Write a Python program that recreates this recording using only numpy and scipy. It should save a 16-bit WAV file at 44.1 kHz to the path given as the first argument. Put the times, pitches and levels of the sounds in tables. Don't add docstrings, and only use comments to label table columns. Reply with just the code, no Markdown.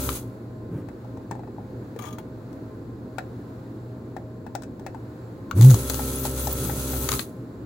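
import sys
import numpy as np
from scipy import signal
from scipy.fft import rfft, irfft, next_fast_len
from scipy.io import wavfile
from scipy.ndimage import map_coordinates

SR = 44100
rng = np.random.default_rng(int(sys.argv[2]) if len(sys.argv) > 2 else 0)


def persist_wave(psi):
    counts = np.round(np.clip(psi, -1, 1) * 32767).astype(np.int16)
    wavfile.write(sys.argv[1], SR, np.atleast_2d(counts).T)


N = 337629


def amp(db):
    return 10 ** (np.asarray(db) / 20)


def unit(x):
    return x / np.sqrt(np.mean(x ** 2) + 1e-20)


def along(points, hz):
    point_hz, value = np.transpose(points)
    return np.interp(np.log(hz + 1), np.log(point_hz + 1), value)


def curves(rows):
    s, *columns = np.transpose(rows)
    return [np.interp(np.arange(N) / SR, s, column) for column in columns]


def wobble(rate):
    points = rng.standard_normal(int(N * rate / SR) + 4)
    return map_coordinates(points, [np.arange(N) * rate / SR])


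def phase_of(hz):
    return 2 * np.pi * np.cumsum(hz) / SR


def filtered(x, response):
    n = x.shape[-1]
    m = next_fast_len(n + 8192)
    return irfft(rfft(x, m) * response(np.fft.rfftfreq(m, 1 / SR)), m)[..., :n]


def noise(spectrum, size=N):
    return unit(filtered(rng.standard_normal(size), lambda hz: amp(along(spectrum, hz))))


# pitch_hz, likeness (0 to 1)
LIKENESS = [(60, 1), (150, 0.96), (380, 0.98), (950, 0.1), (2380, 0.1), (5980, 0.25), (15000, 0.6)]


def diffuse(spectrum):
    def response(hz):
        turn = np.arccos(np.clip(along(LIKENESS, hz), 0, 1)) / 2
        return amp(along(spectrum, hz)) * [np.cos(turn), np.sin(turn)]

    mid, side = filtered(rng.standard_normal((2, N)), response)
    return unit(np.array([mid + side, mid - side]))


def pan(left_db):
    return amp([[left_db / 2], [-left_db / 2]])


def add(track, s, sound):
    start = max(round(s * SR), 0)
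    track[:, start:start + sound.shape[-1]] += sound[..., :N - start]


SAG_S = .04


def ring(modes, scatter_db, sag=0, size=8192):
    t = np.arange(size) / SR
    hz, db, t60 = np.transpose(modes)[..., None]
    strength = rng.standard_normal((len(modes), 1))
    phase = hz * phase_of(1 - sag * (1 - np.exp(-t / SAG_S)))
    level = amp(db + scatter_db * strength - 60 * t / t60)
    return np.sum(level * np.sin(phase), axis=0) * (1 - np.exp(-t / 0.001))


def burst(spectrum, t60, shared, size=4096):
    t = np.arange(size) / SR
    common, left, right = (noise(spectrum, size=size) for _ in range(3))
    stereo = np.sqrt(shared) * common + np.sqrt(1 - shared) * np.array([left, right])
    fade = np.exp(-np.log(1000) * t / t60)
    return stereo * fade * (1 - np.exp(-t / 0.00054))


# pitch_hz, relative level_db (per Hz)
FAN_RUMBLE = [(15, -72), (25, -102), (48, -13.5), (85, -10.5), (109, -1.5), (140, -10.5), (271, -4.5),
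              (533, -15.5), (557, -21), (637, -29), (900, -29), (1170, -42), (1980, -120)]
# pitch_hz, relative level_db (per Hz)
FAN_HISS = [(400, -13), (700, 3.5), (1100, -0.5), (1500, -2.5), (2000, -11), (3100, -20.5), (4200, -15),
            (5600, -24), (7200, -21.5), (9000, -30), (11000, -25), (14000, -28), (15600, -22.5)]
# pitch_hz, level_db (rms, before its wobble)
BENCH_HUM = [(119, -44.5), (522, -59), (630, -58.5), (1045, -66), (7550, -85)]


def workshop():
    hum = 0
    for hz, db in BENCH_HUM:
        phase = phase_of(np.full(N, hz)) + 0.54 * wobble(16)
        hum = hum + amp(db + 3.7 * wobble(11)) * np.sin(phase)
    rumble = amp(-38.5 + 0.78 * wobble(12)) * diffuse(FAN_RUMBLE)
    hiss = amp(-54 + wobble(2.71)) * diffuse(FAN_HISS)
    return rumble + hiss + np.sqrt(2) * hum


# on_s, off_s
PUMP_RUNS = [(-1, .125), (5.535, 7.172)]


def run_clocks():
    on, off = np.transpose(PUMP_RUNS)[..., None]
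    t = np.arange(N) / SR
    return np.maximum(t - on, 0), np.maximum(t - off, 0)


SPIN_UP_S, COAST_S = .045, .35


def pump_speed():
    since_on, since_off = run_clocks()
    return np.max((1 - np.exp(-since_on / SPIN_UP_S)) * np.exp(-since_off / COAST_S), axis=0)


# multiple of the shaft's pitch, relative level_db (rms)
PUMP_TONES = [(1, -32), (2, -37.5), (4, -37.5), (5, -51), (6, -40.5), (7, -47), (8, -44.5), (9, -47.5),
              (12, -63.5), (16, -66), (17, -71), (20, -51), (21, -56.5), (24, -61), (26, -66), (28, -64.5)]
# pitch_hz, relative level_db
CASING_RATTLE = [(30, 12), (60, -2), (120, 4.5), (190, -6.5), (250, 3.5), (380, -10.5), (520, -10),
                 (700, -36), (1200, -62)]
SHAFT_HZ = 65.54
PUMP_DB, STALL_DB = -1, 108


def pump():
    speed = pump_speed()
    db = PUMP_DB - STALL_DB * (1 - speed)
    shaft = phase_of(SHAFT_HZ * speed * (1 + 0.0017 * wobble(14)))
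    drone = 0
    for multiple, level_db in PUMP_TONES:
        tone = np.sin(round(multiple) * shaft + rng.uniform(0, 2 * np.pi))
        drone = drone + amp(level_db + 1.55 * wobble(7)) * tone

    def radiated(hz):
        leaning = pan(left_db=7) ** np.clip(hz / 1200, 0, 1) ** 3
        return leaning / (1 + (53 / (hz + 1)) ** 12)

    return filtered(amp(db) * (np.sqrt(2) * drone + amp(-33.0) * diffuse(CASING_RATTLE)), radiated)


FLOW_DB = -32.5
SPIN_LAG_S, BUILD_S = 0.0066, 0.031
LINGER_S, RELEASE_DB_PER_S = 0.034, 260
SEEP_DB, SEEP_DB_PER_S = -18, 80
LIFT_S, LIFT_WIDTH_S, LIFT_DB = 7.14, 0.033, 3.5


def air_flow():
    since_on, since_off = run_clocks()
    build = (1 - np.exp(-np.maximum(since_on - SPIN_LAG_S, 0) / BUILD_S)) ** 2
    collapse = amp(-RELEASE_DB_PER_S * np.maximum(since_off - LINGER_S, 0))
    seep = amp(SEEP_DB - SEEP_DB_PER_S * since_off)
    lift = np.exp(-((np.arange(N) / SR - LIFT_S) / LIFT_WIDTH_S) ** 2)
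    return amp(FLOW_DB + LIFT_DB * lift) * np.max(build * np.maximum(collapse, seep), axis=0)


# pitch_hz, relative level_db
HISS_ON_LEFT = [(300, -11), (600, -53), (800, 6), (1000, 4), (1350, 1), (1700, -6.5), (2800, -5),
                (4200, -1), (5400, -4), (6500, 2), (7900, -1), (8800, -0.5), (10700, -2), (15600, 0)]
# pitch_hz, relative level_db
HISS_ON_RIGHT = [(300, 2), (600, 1.5), (1000, -4), (1400, -13), (2400, -7), (4200, -9), (5400, -9.5),
                 (6800, -9.5), (9200, -5.5), (10600, 6), (11500, 0), (12600, -4.5), (14200, 1),
                 (15600, 1.5)]
# pitch_hz, width_hz, gain_db
NOZZLE_RESONANCES = [(1440, 45, 10), (3090, 41, -3), (3376, 19, 12), (4000, 250, 3), (6450, 370, 4.5),
                     (7850, 240, 6.5), (10540, 520, 2), (11450, 290, 5)]


def suction():
    left, right = amp(-0.94) * noise(HISS_ON_LEFT), noise(HISS_ON_RIGHT)
    stereo = np.array([left + 0.046 * right, right + 0.045 * left])

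    def resonant(f):
        return amp(sum(db / (1 + (2 * (f - hz) / width) ** 2) for hz, width, db in NOZZLE_RESONANCES))

    flutter_db = 0.34 * wobble(9) + 1.2 * wobble(35) + 1.05 * wobble(400)
    return air_flow() * amp(flutter_db) * filtered(stereo, resonant)


# start_s, length_s, pitch_hz (before bending), level_db (peak, before pan)
GAP_WHISTLES = [(0, 0.085, 13750, -42), (5.62, .15, 15200, -50), (5.923, .11, 14500, -42),
                (6.17, 0.097, 13950, -40), (6.405, 0.096, 14200, -39), (6.65, 0.08, 13700, -40),
                (6.88, 0.21, 14000, -41), (7.111, .09, 13850, -48)]
# start_s, pitch_hz (before wavering), level_db (peak)
PIN_SQUEAKS = [(6.156, 10550, -26), (6.396, 10510, -30), (6.526, 15300, -21), (6.638, 10500, -29.5)]


def whistles():
    out = np.zeros((2, N))
    waver = 0.017 * wobble(70) + .012 * wobble(900)
    for s, length, hz, db in GAP_WHISTLES:
        arch = np.sin(np.linspace(0, np.pi, int(length * SR))).clip(0)
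        pitch = hz * (1 + 0.0065 * (arch - .7) + waver[int(s * SR):][:len(arch)])
        add(out, s, amp(db) * pan(left_db=19) * np.sqrt(arch) * np.sin(phase_of(pitch)))
    t = np.arange(SR // 16) / SR
    rise = t / 0.0028
    swell = rise * np.exp(1 - rise)
    for s, hz, db in PIN_SQUEAKS:
        pitch = hz * (1 + waver[int(s * SR):][:len(t)])
        add(out, s, amp(db) * swell * np.sin(phase_of(pitch)))
    return out


# start_s, ring_db, snap_db, clatter_db, ring_pitch_hz (levels before pan)
GUN_CLICKS = [(0.09, -14.5, -27, -28, 1220), (5.5116, -13.5, -32.5, -36, 1370),
              (7.0888, -21.5, -18.5, -22.5, 1490), (7.1172, -17, -17, -30, 1030),
              (7.1264, -22, -27, -31, 1240), (7.1368, -20, -25, -29, 1260), (7.1928, -25, -26, -21.5, 1340)]
# multiple of the ring pitch, relative level_db, ring_time_s (60 dB fade)
BODY_MODES = [(.85, -10, 0.029), (1, -1.5, 0.023), (1.62, -3.5, 0.0056), (2.8, -13, 0.0064),
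              (3.15, -4.5, 0.0037)]
# pitch_hz, relative level_db
CLATTER_COLOUR = [(500, -41), (850, -9), (1250, 8), (1800, -2.5), (2200, 0), (2700, -5), (3300, -1.5),
                  (4300, -1.5), (6000, -18)]
# pitch_hz, relative level_db
TUBE_COLOUR = [(700, 6), (1200, 5), (2800, -5), (4000, 5), (5400, -2), (6600, 7.5), (8000, 0), (9500, -5),
               (12000, -2), (15500, 1.5)]


def clicks():
    out = np.zeros((2, N))
    for s, ring_db, snap_db, clatter_db, hz in GUN_CLICKS:
        body = ring(np.multiply(BODY_MODES, [hz, 1, 1]), scatter_db=0.5)
        add(out, s, amp(ring_db) * pan(left_db=4.5) * body)
        add(out, s, amp(clatter_db) * pan(left_db=19) * burst(CLATTER_COLOUR, t60=0.021, shared=0.37))
        add(out, s, amp(snap_db) * pan(left_db=17.5) * burst(TUBE_COLOUR, t60=0.014, shared=0.5))
    return out


# start_s, length_s, level_db
BOARD_BUMPS = [(0.691, 0.16, -30), (1.306, 0.025, -29), (5.55, 0.079, -21.5), (5.721, 0.086, -27.5),
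               (6.55, 0.3, -32), (7.22, 0.25, -43.5)]
# pitch_hz, relative level_db
BENCH_COLOUR = [(50, -23), (110, 6), (170, 6), (230, -4.5), (330, 0.5), (480, -11), (700, -22.5),
                (1500, -29.5), (4000, -52)]


def bumps():
    out = np.zeros((2, N))
    for s, length, db in BOARD_BUMPS:
        swell = np.sqrt(np.hanning(int(length * SR)))
        add(out, s, amp(db) * swell * noise(BENCH_COLOUR)[:len(swell)])
    return out


CHATTER_S, CHATTER_GAP_S = 1.352, .041
CHATTER_DB, CHATTER_LOSS_DB = -36.5, 1.3
CHATTER_HZ = 838


def chatter(clack_db, tick_db, count):
    bounces = []
    for k, chance in enumerate(rng.standard_normal(count)):
        s, db = CHATTER_S + k * CHATTER_GAP_S, CHATTER_DB - k * CHATTER_LOSS_DB
        bounces.append((s, db, clack_db, tick_db, CHATTER_HZ * (1 + .05 * chance)))
    return bounces


# start_s, knock_db (before pan), clack_db and tick_db (relative to the knock), knock_pitch_hz
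NOZZLE_TAPS = [(.886, -40, -9.5, -14, 800), (1.046, -41, -25, -20, 820), (1.172, -39, -19, -18, 880),
               (1.311, -28, -10.5, -12, 886), (1.583, -32.5, -26, -45, 803), (1.962, -31.5, -21, -20, 460),
               (2.184, -34.5, -8, -12, 906), (2.528, -48, -11, -7, 674), (3.183, -27, -2.5, -10, 749),
               (4.165, -30.5, -12, -19, 770), (4.465, -36.5, -10.5, -16.5, 844),
               (4.551, -26.5, -9.5, -7, 778), (4.621, -41.5, -11, -3, 946), (4.634, -45, -5, 1, 796),
               (4.795, -43, -13, -9, 820), (4.864, -29.5, -8.5, -11.5, 782), (4.946, -32, -19, -22, 880),
               (5.993, -26.5, -16, -12, 824), (6.252, -24.5, -14, -2, 814), (6.471, -24, -18, -2.5, 800),
               (6.695, -29.5, -7.5, -14.5, 793), (6.933, -33, -7.5, -16, 760)]
# multiple of the knock pitch, relative level_db, ring_time_s (60 dB fade)
BOARD_MODES = [(.82, -11, 0.067), (.94, 8.5, 0.014), (1.06, 0, 0.064), (1.17, -18, 0.033),
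               (1.42, -13, 0.021)]
# pitch_hz, relative level_db, ring_time_s (60 dB fade)
HIGH_BOARD_MODES = [(1610, -1.5, 0.071), (1800, -3.5, 0.11), (2450, -7, 0.055), (2590, 0, .05)]
# pitch_hz, relative level_db
CLACK_COLOUR = [(700, -8), (1100, -16.5), (1350, 5), (1600, 4.5), (1820, 3), (2100, -4.5), (2450, -8),
                (3100, -23), (3950, -11.5), (5500, -31)]
# pitch_hz, relative level_db
TICK_COLOUR = [(1800, -18), (3000, 2.5), (4000, 5), (5400, 5), (7000, 6.5), (8200, 9), (9300, -9.5),
               (11000, 3.5), (13000, -28), (15500, 7)]
SAG_SHARE = .4


def taps():
    out = np.zeros((2, N))
    for s, db, clack_db, tick_db, hz in [*NOZZLE_TAPS, *chatter(clack_db=-15.5, tick_db=-26, count=4)]:
        knock = ring(np.multiply(BOARD_MODES, [hz, 1, 1]), scatter_db=1.5, sag=SAG_SHARE)
        bend = 1 - np.exp(-np.arange(len(knock)) / SR / 0.00045)
        high_ring = ring(HIGH_BOARD_MODES, scatter_db=5) * bend
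        add(out, s, amp(db) * pan(left_db=7.5) * knock * bend)
        add(out, s, amp(db + clack_db - 13.5) * pan(left_db=8) * high_ring)
        add(out, s, amp(db + clack_db) * pan(left_db=12.0) * burst(CLACK_COLOUR, t60=0.055, shared=1.0))
        add(out, s, amp(db + tick_db) * pan(left_db=17) * burst(TICK_COLOUR, t60=0.029, shared=0.35))
    return out


# from_s, to_s
HEATING_TIME = (1.35, 5.3)
# pitch_hz, relative level_db
FLUX_COLOUR = [(3000, -25), (6800, -2), (8800, -14), (10700, 0), (13000, -7), (15300, 7)]
FLUX_QUIETEST_DB, FLUX_RANGE_DB = -113.5, 30


def flux(count):
    out = np.zeros((2, N))
    start, end = HEATING_TIME
    for when, size in rng.random((count, 2)):
        level = amp(FLUX_QUIETEST_DB + FLUX_RANGE_DB * size)
        add(out, start + when * (end - start), level * burst(FLUX_COLOUR, t60=.025, shared=.4))
    return out


# start_s, level_db (of the scratch, before pan)
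NOZZLE_SLIPS = [(1.989, -38.5), (2.021, -40.5), (2.053, -42), (2.068, -44), (2.083, -45), (2.106, -47),
                (2.127, -43), (2.184, -43.5)]
# pitch_hz, relative level_db, ring_time_s (60 dB fade)
BARREL_MODES = [(1205, 0.5, 0.15), (2285, -1, 0.054), (3080, -11, 0.046), (3350, 0, 0.035),
                (3970, -20, .15), (5600, -8, 0.059), (6240, -7, 0.045), (6600, 2.5, 0.041)]
# pitch_hz, relative level_db
PIN_COLOUR = [(1500, -21), (3000, 3.5), (4800, -3.5), (6800, -18), (9000, -7), (11500, -1), (13000, -10),
              (15000, 2)]
# pitch_hz, width_hz, relative level_db
RUB_MODES = [(736, 250, -2), (970, 120, 2), (1190, 91, 0.5), (1730, 400, -7.5), (2320, 520, -13),
             (3300, 270, -14), (6800, 1300, -16.5)]
RUB_S, RUB_HOLD_S = 1.988, 0.087
RUB_DB, SMALL_SLIP_DB = -45.5, -56
RUB_ATTACK_S, RUB_RELEASE_DB_PER_S = 0.0098, 245


def scrape(count):
    since = np.maximum(np.arange(N) / SR - RUB_S, 0)
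    fade_db = RUB_RELEASE_DB_PER_S * np.maximum(since - RUB_HOLD_S, 0)
    rub = (1 - np.exp(-since / RUB_ATTACK_S)) * amp(RUB_DB - fade_db)
    grit = rng.standard_normal((2, N)) * amp(5.7 * wobble(250))

    def resonant(f):
        total = 0
        for k, (hz, width, db) in enumerate(RUB_MODES):
            damping = 1j * f * width
            total = total + (-1) ** k * amp(db) * damping / (hz * hz - f * f + damping)
        return total

    out = rub * pan(left_db=16.0) * unit(filtered(grit, resonant))
    small = [(RUB_S + RUB_HOLD_S * when, SMALL_SLIP_DB) for when in rng.random(count)]
    for s, db in [*NOZZLE_SLIPS, *small]:
        add(out, s, amp(db - 12.0) * pan(left_db=22.0) * ring(BARREL_MODES, scatter_db=4.5))
        add(out, s, amp(db) * pan(left_db=4) * burst(PIN_COLOUR, t60=0.074, shared=.3))
    return out


# time_s, pitch_hz, level_db (rms of the boom)
START_THROB = [(5.53, 85.1, -43), (5.556, 89.9, -22), (5.61, 113.4, -10), (5.648, 125.8, -4.5),
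               (5.69, 135, -6.5), (5.718, 125.8, -8.5), (5.744, 105, -12.5), (5.772, 120.3, -30),
               (5.85, 118.3, -39)]
# multiple of half the pitch, relative level_db
THROB_TONES = [(3, -26.5), (4, -24), (6, -29.5), (8, -35), (10, -46)]


def throb():
    hz, db = curves(START_THROB)
    t, phase = np.arange(N) / SR, phase_of(hz)
    boom = amp(db) * np.sin(phase)
    overtones = sum(amp(level_db) * np.sin(round(multiple) * phase / 2 + rng.uniform(0, 2 * np.pi))
                    for multiple, level_db in THROB_TONES)
    buzz = amp(0.64 * db - 2.5) * overtones
    sounding = (t > START_THROB[0][0]) * (t < START_THROB[-1][0])
    return np.sqrt(2) * (boom + buzz) * sounding


# start_s, level_db (before pan)
SOLDER_SPITS = [(5.6109, -21), (5.622, -23.5), (5.6285, -25), (5.6466, -20.5), (5.6987, -22.5),
                (5.7054, -21), (5.7127, -21), (5.743, -19), (5.898, -16), (5.903, -23), (5.9432, -23)]


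def spits():
    out = np.zeros((2, N))
    for s, db in SOLDER_SPITS:
        add(out, s, amp(db) * pan(left_db=15.5) * burst(TUBE_COLOUR, t60=0.015, shared=0.85))
    return out


# pitch_hz, ring_time_s (60 dB fade)
ROOM_RING = [(200, 0.73), (720, 0.21), (1500, 0.13), (6000, 0.19), (15000, 0.069)]


def room_tail():
    hz, t, z = signal.stft(rng.standard_normal((2, SR // 2)), SR, nperseg=256)
    fade = amp(-60 * t / along(ROOM_RING, hz)[:, None])
    tail = signal.istft(z * fade, SR, nperseg=256)[1]
    return tail / np.linalg.norm(tail[0])


def reverb(x, size=12000):
    out = np.zeros((2, N))
    mono = x.mean(axis=0)[None]
    for start in range(0, N, size):
        add(out, start / SR, signal.fftconvolve(mono[:, start:start + size], room_tail(), axes=1))
    return out


def scene():
    contacts = clicks() + taps() + flux(count=22) + scrape(count=6) + spits()
    echo = amp(-8.0) * reverb(contacts)
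    steady = workshop() + pump() + suction() + whistles()
    return contacts + echo + steady + bumps() + throb()


TOP_HZ = 15850


def record(dry):
    rounded = dry / (1 + np.abs(dry / .97) ** 16) ** (1 / 16)
    return filtered(rounded, lambda hz: hz < TOP_HZ)


dry = scene()
out = record(dry)
persist_wave(out)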